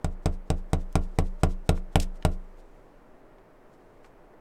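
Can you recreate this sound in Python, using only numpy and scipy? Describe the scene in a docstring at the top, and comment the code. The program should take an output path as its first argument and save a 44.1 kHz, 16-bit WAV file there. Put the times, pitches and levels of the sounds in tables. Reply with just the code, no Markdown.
"""Ten knuckle raps on a window pane, about four a second, heard close by from outside.
The pane booms in its low modes, cracks in the treble and chatters in its frame after hard raps.
A sleeve rustles with each swing, and after the ninth rap something ticks and scuffs on the glass.
Wall and ground return a faint echo. Then only quiet outdoor air and a few small stirs."""
import sys
import numpy as np
from scipy import signal
from scipy.fft import rfft, irfft, next_fast_len
from scipy.io import wavfile

SR = 44100
rng = np.random.default_rng(int(sys.argv[2]) if len(sys.argv) > 2 else 0)


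def generate_wav(signal):
    """Clip the signal to [-1, 1] and save it as 16-bit WAV at the path in sys.argv[1]."""
    frames = np.transpose(np.atleast_2d(signal))
    scaled = np.clip(frames, -1, 1) * 32767
    pcm = np.round(scaled).astype(np.int16)
    wavfile.write(sys.argv[1], SR, pcm)


N = 194128

# the knuckle's blows: start_s, strength_db, bony_db (how much hard clack the blow carries)
RAPS = [(0.0454, -2.5, -7.5), (0.2586, 1, -13), (0.5025, 0.27, -5.5), (0.7323, .5, -0.5), (0.9552, 2, -2.5),
        (1.187, 1.9, -1.5), (1.4342, 3.5, 0), (1.692, 3.5, 2), (1.9568, 3.5, 7), (2.2502, 2, 3.5)]


def from_db(db):
    """Decibels to gain."""
    return 10 ** (np.asarray(db) / 20)


def unit_rms(x):
    """Scale to rms 1."""
    return x / np.sqrt(np.mean(x ** 2) + 1e-20)


def impulses(times_s, levels_db):
    """One impulse for each blow."""
    out = np.zeros(N)
    out[np.clip(np.round(times_s * SR).astype(int), 0, N - 1)] = from_db(levels_db)
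    return out


def butter(x, hz, kind, order):
    """Causal Butterworth filter."""
    sections = signal.butter(order, np.clip(hz, 5, SR * .45), kind, fs=SR, output="sos")
    return signal.sosfilt(sections, x + 1e-18)


def equalise(x, curve):
    """Minimum-phase EQ that follows rows of freq_hz, gain_db."""
    size = 2 * next_fast_len(len(x))
    hz, db = np.transpose(curve)
    grid_hz = np.maximum(np.fft.rfftfreq(size, 1 / SR), 1)
    gain = from_db(np.interp(np.log(grid_hz), np.log(hz), db))
    cepstrum = irfft(np.log(gain))
    cepstrum[1:size // 2] *= 2   # fold onto positive time, so nothing rings ahead of a hit
    cepstrum[size // 2 + 1:] = 0
    return irfft(rfft(x, size) * np.exp(rfft(cepstrum)))[:len(x)]


def ring(x, hz, t60_s):
    """One mode: a unit impulse starts a dying cosine of height 1."""
    radius = from_db(-60 / (t60_s * SR))
    feedback = radius * np.cos(2 * np.pi * hz / SR)
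    return signal.lfilter([1, -feedback], [1, -2 * feedback, radius ** 2], x + 1e-18)


def scatter(x, t60_s):
    """Each impulse breaks up into a dying burst of noise with the same energy."""
    decay = from_db(-120 / (t60_s * SR))
    power = signal.lfilter([1 - decay], [1, -decay], x ** 2 + 1e-20)
    return np.sqrt(power) * rng.standard_normal(N)


def band_burst(x, centre_hz, spread, t60_s):
    """Impulses become noise bursts in a band from centre_hz / spread to centre_hz * spread."""
    return butter(scatter(x, t60_s), [centre_hz / spread, centre_hz * spread], "band", order=2)


def outdoor_air(hush_db, drone_db):
    """A steady bed of air and far traffic, with a faint wavering drone."""
    # tone of the hush: freq_hz, gain_db
    hush_eq = [(12, 3), (25, 5.5), (55, -18.5), (90, -15.5), (135, -12), (200, -12), (370, -8.5),
               (600, -12.5), (900, -16), (1300, -21.5), (1900, -26), (3600, -42), (7000, -49),
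               (16000, -50.5)]
    hush = equalise(rng.standard_normal(N + SR), hush_eq)[SR:]   # a second of pre-roll to settle
    drone = ring(rng.standard_normal(N + SR), hz=608, t60_s=0.25)[SR:]
    return from_db(hush_db) * unit_rms(hush) + from_db(drone_db) * unit_rms(drone)


def outdoor_echo(x, t60_s):
    """Wall and ground throw back countless close echoes that blur into a short tail."""
    # tone of the reflections: freq_hz, gain_db
    echo_eq = [(40, -24), (120, -19), (400, -17.5), (1000, -16), (2200, -21), (5000, -27), (8500, -28),
               (15000, -20)]
    t = np.arange(SR // 2) / SR
    tail = rng.standard_normal(len(t)) * from_db(-60 * t / t60_s)
    return equalise(signal.fftconvolve(x, tail / np.linalg.norm(tail))[:N], echo_eq)


def rustles(grain_db, db_per_strength_db):
    """Fibres catch and slip: grainy hiss that swells with each movement, two movements to a rap."""
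    # a scuff on the glass, then small shifts of the body: middle_s, half_length_s, level_db
    scuffs = [(2.024, 0.012, -42), (2.162, 0.011, -66.5), (2.595, 0.014, -69), (3.74, 0.012, -74),
              (4.058, 0.014, -68)]
    # faint constant rustle of the clothes: time_s, level_db
    clothes = [(0, -92), (1.1, -75.5), (1.7, -82.5), (2.7, -79.5), (3.3, -89), (3.9, -81.5), (4.4, -90.5)]
    # tone of the sliding: freq_hz, gain_db
    rustle_eq = [(700, -15), (2000, -2), (3200, 0), (5500, 0), (8500, -2), (10500, -9.5), (14500, -13),
                 (16500, -32)]
    # the sleeve's two moves: offset_s from the rap, half_length_s, level_db
    swing_in, draw_back = (-0.024, 0.01, -74), (0.079, 0.016, -66.5)
    strokes = [(start_s + offset_s, half_s, db + db_per_strength_db * strength_db)
               for start_s, strength_db, _ in RAPS for offset_s, half_s, db in (swing_in, draw_back)]
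    t = np.arange(N) / SR
    power = from_db(np.interp(t, *np.transpose(clothes))) ** 2
    for middle_s, half_s, db in strokes + scuffs:
        power += from_db(db) ** 2 * np.exp(-((t - middle_s) / half_s) ** 2)
    flicker = unit_rms(butter(rng.standard_normal(N), 253, "low", order=2))
    grainy_noise = from_db(grain_db * flicker) * rng.standard_normal(N)
    return np.sqrt(power) * unit_rms(equalise(grainy_noise, rustle_eq))


def stray_ticks(spread):
    """Stray touches and small bumps, each a brief burst around its own pitch."""
    # light contacts: start_s, level_db, centre_hz, t60_s
    touches = [(.927, -29.5, 6660, 0.01), (1.776, -10.5, 946, 0.023), (2, -3, 4830, 0.027),
               (2.2248, -17.5, 2180, 0.028), (3.383, -18, 890, .03), (4.045, -13.5, 1010, 0.044),
               (4.337, -20.5, 700, 0.031)]
    return sum(band_burst(impulses(np.array([start_s]), db), centre_hz, spread, t60_s)
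               for start_s, db, centre_hz, t60_s in touches)


def frame_chatter(bounces, gap_s, level_db, loss_db, db_per_strength_db):
    """The pane swings back against its frame, fainter each time; only hard raps make it heard."""
    start_s, strength_db, _ = np.transpose(RAPS)
    first_db = level_db + db_per_strength_db * strength_db
    taps = np.zeros(N)
    for bounce in range(bounces):
        delay_s = (bounce + 1) * gap_s * rng.normal(1, 0.039, len(RAPS))
        taps += impulses(start_s + delay_s, first_db - bounce * loss_db)
    return band_burst(taps, centre_hz=2200, spread=1.4, t60_s=0.015)


def glass_crack(front_db, early_db, late_db, late_cutoff_hz):
    """Bone meets glass: a sharp front, then fast waves in the pane; the frame soaks up the top first."""
    # tone of knuckle on glass: freq_hz, gain_db
    crack_eq = [(500, -22), (1200, 2), (1700, -1.5), (2200, 2.5), (3300, -6.5), (3850, 3.5), (4250, -7),
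                (5000, -1), (6800, -6.5), (8400, 1), (10300, -18), (12500, -27.5), (14500, -17.5),
                (16500, -30)]
    start_s, strength_db, _ = np.transpose(RAPS)
    blows = impulses(start_s, strength_db)
    early = from_db(early_db) * scatter(blows, t60_s=0.023)
    late = from_db(late_db) * butter(scatter(blows, t60_s=0.063), late_cutoff_hz, "low", order=1)
    return equalise(from_db(front_db) * blows + early + late, crack_eq)


def knuckle_clack(tail_db, after_ring_db):
    """The hard midrange of the knock and the crowd of close modes that rings on after it."""
    # tone added as the knuckle lands more squarely: freq_hz, gain_db
    clack_eq = [(300, -28.5), (800, 1.5), (1150, 1.5), (1550, -10.5), (2000, 2.5), (2600, 2.5), (3300, -6),
                (4300, -24), (9000, -13), (14000, -20), (16500, -37.5)]
    # dull after-ring of pane and frame: freq_hz, gain_db
    after_ring_eq = [(100, -5.5), (350, 9), (650, 2), (1000, 3), (1400, -3), (1800, -10.5), (3000, -15),
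                     (8000, -50)]
    start_s, strength_db, bony_db = np.transpose(RAPS)
    bony_blows = impulses(start_s, strength_db + bony_db)
    attack = scatter(bony_blows, t60_s=0.007)
    tail = from_db(tail_db) * scatter(bony_blows, t60_s=0.05)
    after_ring = scatter(impulses(start_s, strength_db + after_ring_db), t60_s=0.12)
    return equalise(attack + tail, clack_eq) + equalise(after_ring, after_ring_eq)


def dispersion(x, centre_hz, width_hz):
    """Bending waves travel at unequal speeds: an allpass holds back the pitches around centre_hz."""
    radius = np.exp(-np.pi * width_hz / SR)
    poles = [1, -2 * radius * np.cos(2 * np.pi * centre_hz / SR), radius ** 2]
    return signal.lfilter(poles[::-1], poles, x)


def pane_boom(radiation_hz, knuckle_hz, level_db, stiffening, aim_db):
    """The pane rings in its modes; a harder, bonier blow is briefer and reaches higher ones."""
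    # bending modes of the pane: pitch_hz, level_db, t60_s
    modes = [(26.14, -19, 0.74), (28.38, -42, 2.4), (53, -33.5, 0.39), (78.8, -16.5, 0.19),
             (101, -33, 0.22), (125, -42, 0.35), (139.2, -25.5, .17), (158.4, -20.5, 0.1),
             (230.5, -50.5, 0.36), (280.1, -28.5, 0.18), (309.4, -31.5, .115), (320, -61, 0.07),
             (354.6, -34.5, 0.28), (434.4, -30.5, 0.19), (447.3, -21.5, 0.1), (474.3, -38.5, 0.29),
             (531, -33.5, 0.19), (589, -34.5, 0.15), (616.4, -20, 0.078), (649, -22, 0.062),
             (684, -26, 0.13), (732, -16.5, 0.036), (762, -30, 0.12), (880, -44, 0.12), (1001, -26, 0.072),
             (1120, -26, 0.071), (1332, -27.5, 0.065), (1397, -26, 0.084)]
    hum_hz, hum_db, hum_t60_s = 184.5, -28.5, 0.39
    forces = np.zeros((len(RAPS), N))
    for rap, (start_s, strength_db, bony_db) in enumerate(RAPS):
        blow = impulses(np.array([start_s]), strength_db + level_db)
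        cutoff_hz = knuckle_hz * from_db(stiffening * (strength_db + bony_db))
        forces[rap] = butter(blow, cutoff_hz, "low", order=1)
    # the spot shifts from rap to rap; the finer a mode's pattern, the more that matters
    misses = rng.standard_normal((len(RAPS), len(modes)))
    top_hz = modes[-1][0]
    boom = np.zeros(N)
    for (hz, db, t60_s), miss in zip(modes, misses.T):
        coupling = from_db(aim_db * np.sqrt(hz / top_hz) * miss)
        boom += from_db(db) * ring(coupling @ forces, hz, t60_s)
    # one long note swings against the other modes
    hum = from_db(hum_db) * ring(forces.sum(axis=0), hum_hz, hum_t60_s)
    return butter(boom - hum, radiation_hz, "high", order=1)


def scene():
    """The window up front over its faint echo, the sleeve and the air, in mono."""
    boom = pane_boom(radiation_hz=20.3, knuckle_hz=265, level_db=-0.88, stiffening=0.2, aim_db=1.9)
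    window = dispersion(boom, centre_hz=656, width_hz=232)
    window += glass_crack(front_db=-6.0, early_db=-7.0, late_db=-8.5, late_cutoff_hz=6000)
    window += from_db(-1.5) * knuckle_clack(tail_db=-6.0, after_ring_db=1.5)
    window += frame_chatter(bounces=2, gap_s=0.038, level_db=-36, loss_db=4.5, db_per_strength_db=3.5)
    window += stray_ticks(spread=1.8)
    echo = outdoor_echo(window, t60_s=0.28)
    cloth = rustles(grain_db=1.5, db_per_strength_db=2.1)
    air = outdoor_air(hush_db=-52.5, drone_db=-68.5)
    return (window + echo + cloth + air)[None]


def record(dry):
    """A steep low-pass takes off the very top."""
    cutoff_hz = 16600
    return signal.sosfilt(signal.ellip(10, .1, 80, cutoff_hz, fs=SR, output="sos"), dry)


dry = scene()
out = record(dry)
generate_wav(out)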